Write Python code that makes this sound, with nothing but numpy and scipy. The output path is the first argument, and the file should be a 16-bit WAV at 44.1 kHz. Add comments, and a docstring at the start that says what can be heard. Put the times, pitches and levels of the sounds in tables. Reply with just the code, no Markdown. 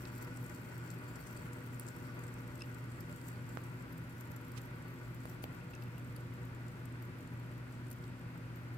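"""From the start a plastic fidget spinner coasts on a wooden table while an appliance hums and rumbles.
Its rolling balls excite body and tabletop into a grainy whir, and the steel races into a fine sizzle.
The bearing ticks throughout, with a few brief rubs; mostly from 2.6 to 6 s, something close to the
microphone squeaks and knocks. Midway the ball cage rings more strongly and a faint high whine sets in.
By the end, at almost 9 s, the spin has slowed and the rolling has faded; the hum carries on."""
import sys
import numpy as np
from scipy import signal
from scipy.fft import rfft, irfft
from scipy.io import wavfile
from scipy.ndimage import uniform_filter1d

SR = 44100
rng = np.random.default_rng(int(sys.argv[2]) if len(sys.argv) > 2 else 0)


def dump_mix(stems):
    """Bounce the given channels to the path in sys.argv[1] as a 16-bit WAV at rate SR."""
    frames = np.atleast_2d(stems).T  # one column per channel
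    limited = np.clip(frames, -1, 1)  # hard clip at full scale
    pcm = np.round(limited * 32767).astype(np.int16)
    wavfile.write(sys.argv[1], SR, pcm)


N = 386757
TIME = np.arange(N) / SR


def from_db(db):
    """Amplitude ratio of a level in decibels."""
    return 10 ** (np.asarray(db) / 20)


def unit_rms(x):
    """Normalisation to unit mean power."""
    return x / np.sqrt(np.mean(x ** 2) + 1e-20)


def panned(x, pan_db):
    """Constant-power panning: pan is the left level minus the right."""
    return x * unit_rms(from_db([[pan_db / 2], [-pan_db / 2]]))


def at_hz(points, hz):
    """Interpolation of a spectrum over log frequency."""
    centres, values = np.transpose(points)
    return np.interp(np.log(hz + 1e-9), np.log(centres), values)


def drift(corner_hz):
    """Slow random modulation: low-passed noise of rms 1."""
    step = 40
    r = np.exp(-2 * np.pi * corner_hz * step / SR)
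    slow = signal.lfilter([1], [1, -2 * r, r * r], rng.standard_normal(N // step + 2002))[2000:]
    return np.interp(np.arange(N) / step, np.arange(len(slow)), unit_rms(slow))


def resonate(x, hz, width_hz):
    """Forced response of a damped resonator with unit peak gain."""
    r = np.exp(-np.pi * width_hz / SR)
    feedback = [1, -2 * r * np.cos(2 * np.pi * hz / SR), r * r]
    return signal.lfilter(np.array([1, 0, -1]) * (1 - r * r) / 2, feedback, x + 1e-18)


def bandpass(x, band_hz):
    """Band limiting with slopes of 12 dB per octave."""
    return signal.sosfilt(signal.butter(2, band_hz, "band", fs=SR, output="sos"), x)


def grains(per_s, spread_db, size=N, coherence=0.41):
    """Shot noise: random impacts of uneven strength, partly correlated between the sides."""
    hits = rng.random(size) < per_s / SR
    common = np.sqrt(coherence) * rng.standard_normal(size)
    separate = np.sqrt(1 - coherence) * rng.standard_normal((2, size))
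    return hits * from_db(spread_db * np.clip(rng.standard_normal(size), -2, 2)) * (common + separate)


def add(out, s, sound):
    """Superposition of a short stereo sound at time s."""
    start = max(round(s * SR), 0)
    out[:, start:start + sound.shape[1]] += sound[:, :N - start]


# Room rumble and hiss: (frequency [Hz], relative spectral density [dB])
ROOM_SPECTRUM = [(20, -21), (38, -21.5), (55, -7.5), (72, -11.5), (95, -3.5), (132, -0.5), (155, -5),
                 (175, -4), (210, -11), (250, -8), (285, -11), (350, -11), (445, -23.5), (490, -17.5),
                 (680, -24.5), (1400, -21.5), (2400, -26.5), (3000, -32.5), (3900, -36), (4600, -36.5),
                 (6500, -43), (8300, -43.5), (10300, -44.5), (11400, -48), (13000, -43.5), (14500, -49),
                 (15500, -54)]
# Likeness of left and right in the room: (frequency [Hz], correlation [-1 to 1])
ROOM_CORRELATION = [(60, 1), (150, 0.87), (260, 0.97), (500, 0.78), (900, 0.68), (3000, -0.4),
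                    (15000, -0.015)]
def room(level_db=-50):
    """Diffuse field: the sides agree at long wavelengths and lose their likeness at short ones."""
    hz = np.arange(N // 2 + 1) * SR / N
    correlation = np.clip(at_hz(ROOM_CORRELATION, hz), -1, 1)
    mid, side = rfft(rng.standard_normal((2, N))) * from_db(at_hz(ROOM_SPECTRUM, hz))
    air = irfft(np.sqrt(1 + correlation) * mid + np.sqrt(1 - correlation) * side * [[1], [-1]], N)
    return from_db(level_db) * panned(unit_rms(air), pan_db=0.5)


# Mains and motor tones: (frequency [Hz], rms level [dB], modulation depth [0 to 1])
HUM_TONES = [(60.2, -69.5, 0.4), (119.96, -49, 0.18), (166.2, -59.5, 0.56), (218.3, -68.5, 0.6),
             (233.4, -69.5, 0.1), (257.6, -59, 0.2), (296.3, -70, 0.5), (363, -73, 0.58), (484, -71, 0.8)]
def hum():
    """Forced vibration of an appliance: each tone wavers in amplitude and phase."""
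    out = np.zeros(N)
    for hz, db, depth in HUM_TONES:
        waver = 1 + depth * (drift(2.86) + 1j * drift(2.24))
        tone = np.real(waver * np.exp(2j * np.pi * (hz * TIME + rng.random())))
        out += from_db(db) * unit_rms(tone)
    return panned(out, pan_db=0.4)


def whine(start_s=3.9, start_db=-91, growth_db_per_s=0.8, pitches_hz=(9750, 9370), waver_hz=12):
    """Frequency modulation: a faint, growing tone wavers and hops between two pitches."""
    hops_s = (5.35, 6.52, 7.56)
    lower = np.searchsorted(hops_s, TIME) % 2
    hz = np.array(pitches_hz)[lower] + waver_hz * drift(12)
    db = start_db + growth_db_per_s * (TIME - start_s) - 3 * lower  # the lower pitch is softer
    return (TIME > start_s) * from_db(db) * np.sqrt(2) * np.sin(2 * np.pi * np.cumsum(hz) / SR)


def reflections(x, t60_s=0.15, level_db=-13):
    """Reverberation: nearby surfaces return a dense, decaying tail, different on each side."""
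    t = np.arange(SR // 4) / SR
    tail = rng.standard_normal((2, len(t))) * np.exp(-np.log(1000) * t / t60_s) * (t > .002)
    tail /= np.sqrt(np.sum(tail ** 2, axis=1, keepdims=True))
    return from_db(level_db) * signal.fftconvolve(x, tail, axes=1)[:, :N]


def path_delay(x, lag_s=0.0002):
    """Travel time: the longer path makes the sound arrive later on the right."""
    return np.array([x[0], np.pad(x[1], (round(lag_s * SR), 0))[:N]])


# Short creaky squeaks: (time [s], level [dB], relative overtone level [dB], pitch [Hz], hold [s])
CREAKY_SQUEAKS = [(0.053, -57, -7, 2600, 0.005), (2.607, -55, -11, 2690, 0.0083),
                  (2.6195, -45.5, 2, 2630, 0.0018), (2.635, -60, -9, 2840, 0.0061),
                  (5.610, -63, -16, 2660, 0.0046), (5.734, -55, -20, 2660, 0.0071),
                  (5.757, -62, -7, 2610, 0.005), (5.82, -61, -16, 2670, 0.008),
                  (5.868, -64, -14, 2700, 0.005), (5.913, -69, -14, 2790, 0.004),
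                  (5.974, -62, -17, 2790, 0.0071)]
def squeaks(attack_s=0.00088, t60_s=0.024, overtone_t60_s=0.008, jitter_rad=0.063, roughness=0.28):
    """Stick-slip oscillation holds a rough tone and its overtone briefly; then both decay freely."""
    out, t = np.zeros((2, N)), np.arange(SR // 16) / SR
    attack = 1 - np.exp(-t / attack_s)
    for s, db, overtone_db, hz, hold_s in CREAKY_SQUEAKS:
        phase = 2 * np.pi * hz * t + np.cumsum(jitter_rad * rng.standard_normal(len(t)))
        decay = -np.log(1000) * np.maximum(t - hold_s, 0)
        grip = 1 + roughness * unit_rms(uniform_filter1d(rng.standard_normal(len(t)), size=SR // 2000))
        tone = panned(np.sin(phase) * np.exp(decay / t60_s), pan_db=5)
        overtone = panned(np.sin(1.95 * phase) * np.exp(decay / overtone_t60_s), pan_db=-21)
        add(out, s, from_db(db) * np.sqrt(2) * attack * grip * (tone + from_db(overtone_db) * overtone))
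    return out


def ring(hz, t60_s, phase_rad=0.31):
    """Free decay of a struck mode, peak 1; the initial phase gives a sharp front edge."""
    t = np.arange(SR // 16) / SR
    wave = -np.sin(2 * np.pi * hz * t + phase_rad) * np.exp(-np.log(1000) * t / t60_s)
    return wave / np.abs(wave).max()


# Dry knocks: (time [s], snap level [dB], snap frequency [Hz], snap pan [dB], thud level [dB])
HANDLING_KNOCKS = [(2.6203, -36, 1600, 4, -55), (3.5724, -27, 1330, -36, -36.5),
                   (5.2551, -36.5, 1400, 4, -37.5), (5.441, -31, 2630, 30, -30),
                   (5.454, -50, 2000, -5, -42)]
def knocks(snap_cycles=4.4):
    """Heavy damping: dry knocks close to the microphone, each a short snap over a dull thud."""
    out = np.zeros((2, N))
    thud = panned(ring(hz=593, t60_s=0.0046), pan_db=-19)
    for s, snap_db, hz, pan, thud_db in HANDLING_KNOCKS:
        snap = panned(ring(hz, snap_cycles / hz), pan)
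        add(out, s, from_db(snap_db) * snap + from_db(thud_db) * thud)
    return out


# Brief rubs: (time [s], duration [s], rms level [dB], centre [Hz], bandwidth [Hz], pan [dB])
BRIEF_RUBS = [(0.049, 0.0097, -57, 4080, 1290, -3), (1.795, 0.0053, -45, 11600, 4000, -3),
              (2.599, 0.016, -64, 3900, 1800, -3), (2.618, 0.0058, -60, 8700, 1200, -4),
              (4.558, 0.039, -55, 1500, 2880, -16), (5.419, 0.022, -60.5, 9000, 6000, 9),
              (5.735, 0.008, -63, 3600, 900, -9), (5.748, 0.0064, -58.5, 7000, 1800, -16),
              (5.817, 0.013, -64, 3880, 1400, -6), (8.037, 0.0093, -63, 3780, 2500, -2)]
def rubs():
    """Sliding friction: plastic brushes past in short swells of gritty noise."""
    out = np.zeros((2, N))
    for s, length_s, db, hz, width_hz, pan in BRIEF_RUBS:
        swell = np.hanning(round(length_s * SR))
        grit = grains(per_s=8000, spread_db=2, size=SR // 4)[:, :len(swell)]
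        add(out, s, from_db(db) * panned(unit_rms(resonate(grit, hz, width_hz) * swell), pan))
    return out


# Narrow bearing resonances: (frequency [Hz], bandwidth [Hz], initial rms level [dB])
BEARING_MODES = [(1467, 18, -66), (4700, 210, -79.5), (5380, 35, -79.5)]
def singing(waver_db=3.5, fade_db_per_s=2.3):
    """Resonance: the balls keep lightly damped modes of the bearing ringing while it runs fast."""
    impacts = grains(per_s=2500, spread_db=3.5) * from_db(waver_db * drift(4.6))
    modes = sum(from_db(db) * unit_rms(resonate(impacts, hz, width)) for hz, width, db in BEARING_MODES)
    return from_db(-fade_db_per_s * TIME) * panned(modes, pan_db=5)


# Modes of the steel races and balls: (frequency [Hz], bandwidth [Hz], gain [dB], pan [dB])
RACE_MODES = [(3250, 250, -3, 2), (4620, 380, -2, 1), (6000, 600, -5, 4), (7520, 330, 3, 8),
              (8200, 480, -1, 6), (9300, 450, -7.5, 4), (11000, 350, -5.5, -1), (11500, 500, -7.5, 2),
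              (12430, 380, -2, 3), (13270, 300, 2, 2), (14020, 300, 0, 2), (14780, 150, -9, 2)]
def races(impacts, drives_db):
    """Modal superposition: each steel mode rings as strongly as the point of contact drives it."""
    return sum(from_db(db) * panned(resonate(impacts * from_db(drive), hz, width), pan)
               for drive, (hz, width, db, pan) in zip(drives_db, RACE_MODES))


def catch(hz, second_hz, second_db, rise_s=0.00076, fall_s=0.0039, width_hz=460):
    """Transient excitation: a flurry of impacts rings the races, most in two bands; greatest rms 1."""
    t = np.arange(SR // 32) / SR
    envelope = (1 - np.exp(-t / rise_s)) * np.exp(-(t / fall_s) ** 2 / 2)
    flurry = grains(per_s=7000, spread_db=5, size=len(t)) * envelope
    octaves_away = np.abs(np.log2(np.array(RACE_MODES)[:, 0] / hz))
    drives_db = 2.5 * rng.standard_normal(len(RACE_MODES)) - 3 * octaves_away
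    main = unit_rms(resonate(flurry, hz, width_hz))
    second = from_db(second_db) * unit_rms(resonate(flurry, second_hz, width_hz))
    steel = from_db(-3) * unit_rms(races(flurry, drives_db))
    crack = from_db(-6.5) * unit_rms(flurry)
    tick = bandpass(main + second + steel + crack, band_hz=(4200, 14800))
    tick /= np.sqrt(np.mean(tick ** 2, axis=1, keepdims=True))  # equal power on both sides
    running_power = uniform_filter1d(np.mean(tick ** 2, axis=0), size=SR // 250)
    return tick / np.sqrt(running_power.max())


def light_catches(count, start_db=-63.5, fade_db_per_s=0.6, spread_db=3.5, second_db=-4):
    """Random point process: rows like those of HARD_CATCHES, weaker as the spin runs down."""
    when, first, second = rng.random((count, 3)).T
    strength, side = rng.standard_normal((count, 2)).T
    s = when * N / SR
    db = start_db - fade_db_per_s * s + spread_db * strength
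    pan_db = -1 + 3 * side
    upper_hz = np.array([hz for hz, _, gain_db, _ in RACE_MODES if hz > 7000 and gain_db > -3])
    hz, second_hz = upper_hz[(np.array([first, second]) * len(upper_hz)).astype(int)]
    return np.transpose([s, db, hz, second_hz, np.full(count, second_db), pan_db])


# Hard catches of the bearing:
# (time [s], level [dB], main ring [Hz], second ring [Hz], relative second level [dB], pan [dB])
HARD_CATCHES = [(0.17, -65, 13300, 7500, -10, 8), (0.181, -56, 13200, 4730, -12, 5),
                (0.226, -51, 12600, 7540, -4, 10), (0.247, -55, 13300, 5300, -8, 10),
                (0.372, -54, 7800, 5700, -12, 10), (0.443, -58, 13700, 8000, -3, 8),
                (0.463, -55, 8700, 7200, -8, 9), (0.497, -56.5, 7300, 5800, -5, 11),
                (0.549, -57, 13400, 7500, -2, 4), (0.78, -56, 12600, 7500, -3, 10),
                (0.904, -51, 7360, 4300, -9, 9), (0.912, -57, 13100, 4700, -3, 6),
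                (1.159, -54.0, 7350, 5800, -6, 8), (1.273, -59, 7200, 4300, -9, 6),
                (1.367, -57, 7900, 4500, -7, 8), (1.374, -54.5, 8100, 4600, -6, 8),
                (1.533, -55.0, 7550, 5300, -9, 6), (1.868, -53, 7500, 9300, -5, 8),
                (1.88, -53.5, 7450, 5400, -7, 7), (1.886, -49.5, 7500, 4400, -10, 8),
                (1.965, -55.5, 13200, 8100, 0, 6), (2.07, -60, 13300, 4600, -5, 3),
                (2.193, -57, 14100, 7100, -2, 8), (2.239, -55.5, 8100, 6500, -6, 6),
                (2.281, -58, 7500, 5300, -9, 12), (2.341, -57.5, 8100, 13400, -2, 5),
                (2.477, -60, 8200, 12200, -1, 5), (2.555, -55, 13300, 7700, -5, 6),
                (2.595, -61.0, 5200, 7600, -5, -1), (2.747, -56.5, 7500, 4800, -9, 10),
                (2.842, -62, 9300, 7700, -2, 6), (2.919, -60, 8100, 4500, -3, 1),
                (3.007, -52.5, 13200, 5300, -11, 3), (3.126, -56, 7600, 4500, -3, 8),
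                (3.162, -57, 13300, 7800, -2, 10), (3.214, -60, 8200, 4500, 3, 8),
                (3.27, -58.5, 13300, 7500, -5, 3), (3.283, -53, 13200, 7600, -3, 8),
                (3.287, -49.5, 13200, 7500, -17, 0), (3.317, -62, 7600, 4300, -11, 6),
                (3.492, -58.0, 7600, 13200, -5, 7), (3.638, -58.5, 8200, 10900, -4, 4),
                (3.927, -56.5, 12500, 4700, -12, 5), (3.98, -57, 14000, 7800, -1, 6),
                (4.096, -62, 13900, 11400, -5, 4), (4.204, -63, 14000, 4500, -11, 9),
                (4.21, -51, 13200, 7400, -13, 4), (4.317, -55.5, 13300, 7400, -11, 5),
                (4.364, -54, 12400, 7500, -8, 5), (4.519, -55.5, 13700, 8300, -11, 5),
                (4.617, -57, 14000, 7500, -4, 4), (5.147, -57.5, 13200, 7300, -12, 1),
                (5.257, -56.5, 10500, 4700, -10, -4), (5.297, -57, 14000, 5800, -5, 5),
                (5.313, -63.0, 12500, 14300, -1, 7), (5.439, -48.5, 13500, 4800, -10, 8),
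                (5.71, -61, 13000, 7500, -3, 6), (5.826, -60, 13200, 4500, -4, -5),
                (5.982, -57, 13000, 4600, -19, 5), (6.164, -54, 11200, 4630, -2, 4),
                (6.208, -62, 13200, 7400, -3, 7), (6.339, -62, 13900, 5100, -10, 6),
                (6.453, -61.5, 14000, 8600, -6, 9), (6.683, -58.5, 7300, 4600, -7, 4),
                (6.856, -55, 14000, 8400, -1, 3), (7.024, -57.5, 14000, 4700, -16, -1),
                (7.189, -62.5, 13300, 4800, -9, 5), (7.208, -63, 14300, 7200, -4, 6),
                (7.274, -62, 7550, 4500, -7, 6), (7.398, -64, 13200, 4500, -6, 5),
                (7.58, -63.0, 14400, 7800, -5, 5), (7.725, -62.0, 7300, 4400, -9, 6),
                (7.869, -63.5, 7900, 9500, -2, 7), (7.884, -64.0, 9500, 8000, -2, 4),
                (7.904, -58.0, 14100, 8600, -5, 4), (7.914, -49.5, 13300, 11100, -4, 2),
                (7.929, -58, 13400, 6800, -3, 3), (7.986, -63.5, 13400, 7900, -4, 2),
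                (8.195, -63, 12300, 4700, -11, 0), (8.377, -64, 14000, 8300, -5, 3),
                (8.559, -60.5, 13200, 4700, -13, 5), (8.572, -63, 14000, 4300, -7, 3)]
def ticks(gain_db=0.05, lead_s=0.0026):
    """Impact noise: every catch of the bearing, hard or light, radiates one tick."""
    out = np.zeros((2, N))
    for s, db, hz, second_hz, second_db, pan in [*HARD_CATCHES, *light_catches(count=130)]:
        add(out, s - lead_s, from_db(db + gain_db) * panned(catch(hz, second_hz, second_db), pan))
    return out


# Moments when the balls run rougher: (time [s], half duration [s], level rise [dB])
ROUGH_SURGES = [(0.2, 0.082, 2.5), (1.29, 0.1, 5), (3.22, 0.12, 5), (4.64, 0.06, 2), (5.3, 0.077, 6),
                (6.4, 0.092, 2), (7.73, 0.04, 8), (8.58, 0.09, 1)]
def sizzle(start_db=-64, fade_db_per_s=1.57, clump_db=1.5, wander_db=3.5, cage_hz=(10500, 13000)):
    """Rolling contact of steel on steel: fine impacts bunch as the cage wanders and ring the races."""
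    impacts = unit_rms(grains(per_s=2400, spread_db=0) * from_db(clump_db * drift(31)))
    # From 3.2 to 5.6 s the modes in the band of the ball cage ring more strongly.
    cage_db = 3.5 * np.clip(np.minimum(TIME - 3.2, 5.6 - TIME) / 0.29, 0, 1)
    drives_db = [wander_db * drift(16) + cage_db * (cage_hz[0] < hz < cage_hz[1])
                 for hz, *_ in RACE_MODES]
    ringing = unit_rms(races(impacts, drives_db))
    direct = from_db(-11) * panned(unit_rms(bandpass(impacts, band_hz=(5000, 13000))), pan_db=33)
    surge_db = sum(db * np.exp(-((TIME - s) / half_s) ** 2) for s, half_s, db in ROUGH_SURGES)
    return from_db(start_db - fade_db_per_s * TIME + surge_db) * unit_rms(ringing + direct)


# Modes of the spinner's body and the tabletop: (frequency [Hz], bandwidth [Hz], gain [dB])
BODY_MODES = [(356.7, 65, 5), (489.7, 7.3, 7), (588.6, 15, 2.5), (835, 32, -3), (951, 41, 1.5),
              (1161, 43, 0), (1388, 114, 0.5), (1489, 34, 4), (1545, 60, -2), (1732, 46, -4),
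              (1910, 90, -2.5), (2175, 220, -6), (2460, 270, -7.5), (2784, 83, -13.5)]
def whir(start_db=-54.5, fade_db_per_s=0.61, flutter_db=1.5):
    """Structure-borne sound: balls on fine roughness shake body and tabletop, less as the spin slows."""
    impacts = grains(per_s=2500, spread_db=1) * from_db(flutter_db * drift(28))
    modes = sum((-1) ** k * from_db(db) * resonate(impacts, hz, width)
                for k, (hz, width, db) in enumerate(BODY_MODES))
    body = unit_rms(bandpass(modes, band_hz=(220, 3300)))
    return from_db(start_db - fade_db_per_s * TIME) * panned(body, pan_db=2)


def scene():
    """Superposition: the coasting spinner and small nearby noises in front of the humming room."""
    background = hum() + room() + whine()
    spinner = whir() + singing() + sizzle() + ticks()
    nearby = spinner + knocks() + rubs()
    return path_delay(nearby + reflections(nearby) + background) + squeaks()


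def record(dry):
    """Band limiting: a steep low-pass removes the treble above 15.8 kHz."""
    return signal.sosfilt(signal.ellip(12, .1, 80, 15800, fs=SR, output="sos"), dry)


dry = scene()
out = record(dry)
dump_mix(out)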